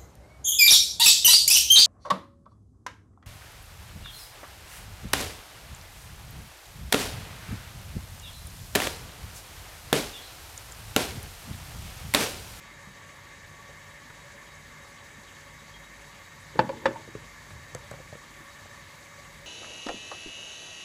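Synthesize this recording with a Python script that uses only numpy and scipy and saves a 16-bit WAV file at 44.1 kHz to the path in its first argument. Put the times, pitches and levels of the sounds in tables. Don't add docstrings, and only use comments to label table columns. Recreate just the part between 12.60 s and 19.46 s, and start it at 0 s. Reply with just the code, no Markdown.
import sys
import numpy as np
from scipy import signal
from scipy.fft import rfft, irfft, next_fast_len
from scipy.io import wavfile

SR = 44100
rng = np.random.default_rng(int(sys.argv[2]) if len(sys.argv) > 2 else 0)


def unload_audio(sound):
    columns = np.transpose(np.atleast_2d(sound))
    steps = np.round(np.clip(columns, -1, 1) * 32767)
    wavfile.write(sys.argv[1], SR, steps.astype(np.int16))


def level_to_linear(level):
    exponent = np.asarray(level, float) / 20
    return 10 ** exponent


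N = 302526

# f/Hz, level/dB, t60/s
EDGE_MODES = [(122, -18.5, 0.11), (240, -14, 0.052), (330, -17.5, 0.072), (526, -11.5, 0.074),
              (621, -18, 0.11), (560, -23, 0.034), (169, -28, 0.037), (880, -1.5, 0.042), (990, -17, 0.021),
              (915, -17, 0.028), (1193, -18, 0.033), (1415, -21, 0.039), (1520, -12, .035),
              (1740, -14, 0.064), (2410, -22.5, 0.042), (2665, -22.5, 0.038), (3040, -27, 0.035),
              (3530, -26, 0.032), (4460, -17.5, 0.018), (5100, -26, 0.038), (6950, -33, 0.022)]
# f/Hz, level/dB, t60/s
FOOT_MODES = [(147, -38, 0.19), (229, -18.5, 0.1), (360, -12, 0.08), (450, -11, 0.063), (536, -2, 0.07),
              (590, -23, 0.079), (825, -3.5, 0.02), (954, 1, 0.02), (1143, -18, 0.059), (1570, -37, 0.055),
              (1737, -1, 0.023), (2080, -14, 0.017), (2530, -36, 0.032), (2900, -30, 0.036),
              (3050, -27, 0.04), (3490, -23, 0.069), (3860, -18.5, 0.03), (4770, -26, .04),
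              (4600, -31, 0.057), (5520, -26.5, 0.064), (7400, -27, .03)]
# ring t60/s, crack level re peak/dB
KNOCK_KINDS = [
    (0.048, -29),
    (0.061, -26.5),
    (0.11, -33),
    (0.067, -10),
]
CHATTER_KIND, TAP_KIND, BUMP_KIND, SNAP_KIND = KNOCK_KINDS


def rms_one(x):
    return x / np.sqrt(np.mean(x ** 2) + 1e-20)


def drift(rate):
    r = np.exp(-80 * np.pi * rate / SR)
    white = rng.standard_normal(N // 40 + 2002)
    slow = signal.lfilter([1], [1, -2 * r, r * r], white)[2000:]
    return np.interp(np.arange(N) / 40, np.arange(len(slow)), rms_one(slow))


def bandpass(x, low, high):
    return signal.sosfilt(signal.butter(2, [low, high], "band", fs=SR, output="sos"), x)


def ring(force, hz, t60):
    r = level_to_linear(-60 / (max(t60, .002) * SR))
    w = 2 * np.pi * hz / SR
    return signal.lfilter([0, np.sin(w)], [1, -2 * r * np.cos(w), r * r], force + 1e-18)


def click(soft_ms, size=SR // 2):
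    force = np.zeros(size)
    shape = np.hanning(3 + int(np.clip(soft_ms, 0, 5) * SR / 1000))
    force[:len(shape)] = shape / shape.sum()
    return force


def body(force, modes):
    return sum((-1) ** k * level_to_linear(db) * ring(force, hz, t60) for k, (hz, db, t60) in enumerate(modes))


def crest(s, db, rise_db, fall_db):
    late = np.arange(N) / SR - s
    return level_to_linear(db + np.maximum(np.minimum(rise_db * late, -fall_db * late), -120))


def add(out, s, piece):
    at = round(s * SR)
    out[at:at + len(piece)] += piece[:N - at]


def crack(t60):
    # lower f/Hz, upper f/Hz, level/dB, t60 stretch/1
    grit_bands = [(950, 1750, 10, 1.5), (1420, 2870, 1.5, 1.76), (2850, 4000, -5, 1.1),
                  (4300, 7600, -12, 1.1), (9000, 15000, -17, 0.57)]
    t = np.arange(SR // 5) / SR
    out = 0
    for low, high, db, stretch in grit_bands:
        noise = rms_one(bandpass(rng.standard_normal(len(t)), low, high))
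        out = out + noise * level_to_linear(db - 60 * t / (stretch * t60)) * np.minimum(t / 0.0016, 1)
    return out


def knocks(rows, kind):
    t60, crack_db = kind
    out = np.zeros(N)
    for s, db, hz in rows:
        modes = [(hz, -3, t60), (1.39 * hz, -7, 0.47 * t60), (0.804 * hz, -14, t60), (130, -8, .07)]
        add(out, s, level_to_linear(db) * body(click(soft_ms=0.98), modes))
        add(out, s, level_to_linear(db + crack_db) * crack(0.037))
    return out


def glaze_rings(rows):
    out = np.zeros(N)
    for s, db, hz, t60 in rows:
        add(out, s, level_to_linear(db) * ring(click(0), hz, t60))
    return out


def fan_air():
    # f/Hz, level per Hz/dB
    hiss = [(15, -33), (25, 2), (152, -0.5), (368, -7), (566, -7.5), (665, -10), (1140, -3.5), (1370, -13),
            (1750, -5), (2170, -10), (2690, -9.5), (3820, -14.5), (5130, -13), (6720, -17.5),
            (15500, -26.5)]
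    hz_points, db_points = np.transpose(hiss)
    air_db = -.5 + 0.26 * np.arange(N) / SR
    edges = 28 * 2 ** np.arange(0, 9.6, .5)
    white = rng.standard_normal((2, N))
    out = 0
    for k, (low, high) in enumerate(zip(edges, np.minimum(edges[1:], .45 * SR))):
        level_db = np.interp(np.log(low * high) / 2, np.log(hz_points), db_points)
        flicker_db = 2.1 * (500 / (500 + low)) ** 0.17 * drift(19)
        out = out + level_to_linear(level_db + (low > 3000) * air_db + flicker_db) * bandpass(white[k % 2], low, high)
    return level_to_linear(-48 - 3) * rms_one(out)


def fan_housing():
    # f/Hz, bandwidth/Hz, rms level/dB
    housing = [(51.2, 2.9, -63), (95.4, 10, -61.5), (149.2, 10.2, -61), (567, 28, -62.5), (907, 85, -66),
               (1134.6, 28, -60), (1763, 165, -55.5), (1840, 35, -62), (2112, 152, -57.5),
               (2265, 104, -63.5), (3814, 40, -66.5), (6840, 1500, -66.5)]
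    out = np.zeros(N)
    for hz, width, db in housing:
        t60 = np.log(1000) / (np.pi * width)
        once = ring(rng.standard_normal(N), hz, t60)
        twice = ring(once, hz, t60 / 3)
        out += level_to_linear(db + 1.0 * drift(12)) * rms_one(twice)
    return out


def far_knocks():
    # t/s, peak level/dB, body f/Hz
    far_bumps = [
        (0.269, -40, 193),
        (1.091, -39, 563),
        (2.58, -42, 210),
        (4.956, -42, 120),
    ]
    # t/s, peak level/dB, body f/Hz
    snaps = [
        (1.50, -43.5, 450),
        (4.906, -44, 585),
    ]
    # t/s, level/dB, f/Hz, t60/s
    clink = [
        (3.14, -45.5, 3250, 0.21),
    ]
    return knocks(far_bumps, BUMP_KIND) + knocks(snaps, SNAP_KIND) + glaze_rings(clink)


def worktop_shake():
    # t of the crest/s, level/dB
    jolts = [
        (4.0, -40),
        (4.25, -43),
        (4.58, -38),
        (4.95, -34),
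        (5.17, -42),
        (5.35, -39),
        (5.53, -40),
        (6.08, -46),
        (6.19, -45),
        (6.61, -44),
    ]
    gain = sum(crest(s, db - 10.5, rise_db=138, fall_db=126) for s, db in jolts)
    return gain * rms_one(bandpass(rng.standard_normal(N), 50, 130))


def mug_rolling():
    # t of the crest/s, level/dB, weight on the whole foot/1
    rolls = [
        (3.96, -46, 0.6),
        (4.01, -32.5, 0.65),
        (4.11, -37.5, .6),
        (4.17, -46, 1.0),
        (4.24, -44, .7),
        (4.28, -33, 0.2),
        (4.36, -48.5, 0.06),
    ]
    heights = level_to_linear(4.3 * np.minimum(rng.exponential(1, N), 3))
    grains = (rng.random(N) < 900 / SR) * heights * rng.choice([-1, 1], N)
    grains = signal.lfilter([.12], [1, -.9], grains)
    damped = [[(hz, db / 2, t60) for hz, db, t60 in modes] for modes in (EDGE_MODES, FOOT_MODES)]
    edge, foot = (rms_one(body(grains, modes)) for modes in damped)
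    out = np.zeros(N)
    for s, db, flat in rolls:
        mixed = edge + np.clip(flat, 0, 1) * (foot - edge)
        out += crest(s, db, rise_db=450, fall_db=183) * mixed
    return out


def mug_chatter():
    # t/s, peak level/dB, body f/Hz
    chatter = [
        (3.956, -27, 450),
        (3.968, -31, 292),
        (4.028, -30, 260),
        (4.044, -26, 208),
        (4.056, -34, 278),
        (4.070, -31, 220),
        (4.308, -31, 550),
        (4.476, -34.5, 483),
        (4.486, -34, 330),
        (4.551, -24.5, 414),
    ]
    return knocks(chatter, CHATTER_KIND)


def mug_blows():
    # t/s, peak level/dB, contact softness/ms, crack level/dB, crack t60/s
    landing = [
        (3.9915, -4.5, 0.1, -26.5, 0.013),
        (3.9975, -17.5, 0.097, -37, 0.044),
    ]
    rocking = [
        (4.0915, -22, 0.73, -43.5, 0.023),
        (4.0985, -22.5, .9, -56, .03),
        (4.2548, -16.5, 0.96, -48, 0.029),
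        (4.2566, -10.5, .12, -33, 0.047),
        (4.262, -23.5, 0.18, -37, 0.025),
    ]
    out = np.zeros(N)
    for blows, modes in ((landing, EDGE_MODES), (rocking, FOOT_MODES)):
        for s, db, soft_ms, crack_db, t60 in blows:
            add(out, s, level_to_linear(db) * body(click(soft_ms), modes))
            add(out, s, level_to_linear(crack_db) * crack(t60))
    return out


def mug_glaze():
    # t/s, level/dB, f/Hz, t60/s
    glaze = [
        (4.352, -38, 905, .05),
        (4.3595, -31, 915, .05),
        (4.3638, -34, 915, .03),
        (4.092, -41, 2400, .02),
        (4.091, -45, 4600, .015),
        (4.097, -28, 550, .06),
        (4.135, -37, 900, .05),
    ]
    return glaze_rings(glaze)


def nail_ticks():
    # t/s, peak level/dB, t60 stretch/1, tilt/dB per octave
    ticks = [
        (5.1487, -24.5, 1.65, -4.5),
        (5.3118, -32, 1.0, 1.5),
        (5.3145, -41, 1.5, -1),
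    ]
    # f/Hz, level/dB, t60/s
    tick_modes = [(1070, -7.5, 0.0032), (2080, -11, .003), (3270, -10, .003), (4600, -6, .004),
                  (6400, 2, 0.0045), (7840, 1, 0.0041), (9300, 0, 0.0034), (10600, -9, 0.0041),
                  (12300, -2, .002), (14000, -10, .002)]
    out = np.zeros(N)
    for s, db, stretch, tilt in ticks:
        modes = [(hz, level_db + tilt * np.log2(hz / 7000), stretch * t60) for hz, level_db, t60 in tick_modes]
        add(out, s, level_to_linear(db - 8) * body(click(0), modes))
    return out


def jar_taps():
    # t/s, peak level/dB, body f/Hz
    taps = [(5.150, -25.5, 496), (5.165, -35, 110), (5.313, -27.5, 580), (5.324, -39, 590),
            (5.338, -33, 560), (5.388, -39, 527), (5.401, -37, 500), (5.526, -30.5, 590), (5.553, -35, 482),
            (5.805, -40.5, 330), (6.057, -39, 590)]
    return knocks(taps, TAP_KIND)


def kitchen(x):
    room_t60_s, wall_cut_hz = .33, 1450
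    size = next_fast_len(N + SR)
    w = 2 * np.pi * np.arange(size // 2 + 1) / size
    dull = 1 / (1 + 1j * w * SR / (2 * np.pi * wall_cut_hz))
    response = 0
    for k, lag in enumerate(rng.uniform(.008, .035, 10)):
        loop = level_to_linear(-60 * lag / room_t60_s) * dull * np.exp(-1j * w * SR * lag)
        response = response + (-1) ** k * loop / (1 - loop)
    return irfft(rfft(x, size) * response, size)[:N]


def scene():
    steady = fan_air() + fan_housing() + worktop_shake()
    mug = mug_rolling() + mug_chatter() + mug_blows() + mug_glaze()
    hits = far_knocks() + mug + nail_ticks() + jar_taps()
    room_db = -21.5
    return (hits + level_to_linear(room_db) * kitchen(hits) + steady)[None]


def top_cut(x):
    return signal.sosfilt(signal.butter(12, 15340, fs=SR, output="sos"), x)


def record(dry):
    # f/Hz, bandwidth/Hz, level/dB
    mic_peaks = [(4640, 670, 1.5), (5050, 260, -4.5), (6320, 280, 3), (7840, 310, 6), (8700, 1200, -2.5),
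                 (10700, 600, 2), (12300, 1800, -1.5), (13900, 700, -4), (15000, 700, -1)]
    x = signal.sosfilt(signal.butter(3, 42, "high", fs=SR, output="sos"), dry)
    for hz, width, db in mic_peaks:
        x = x + (level_to_linear(db) - 1) * signal.lfilter(*signal.iirpeak(hz, hz / width, fs=SR), x)
    x = signal.sosfilt(signal.ellip(10, .5, 50, 15450, fs=SR, output="sos"), x)
    mix = 0.78 * np.tanh(x / 0.81)
    return top_cut(mix)


dry = scene()
out = record(dry)
unload_audio(out)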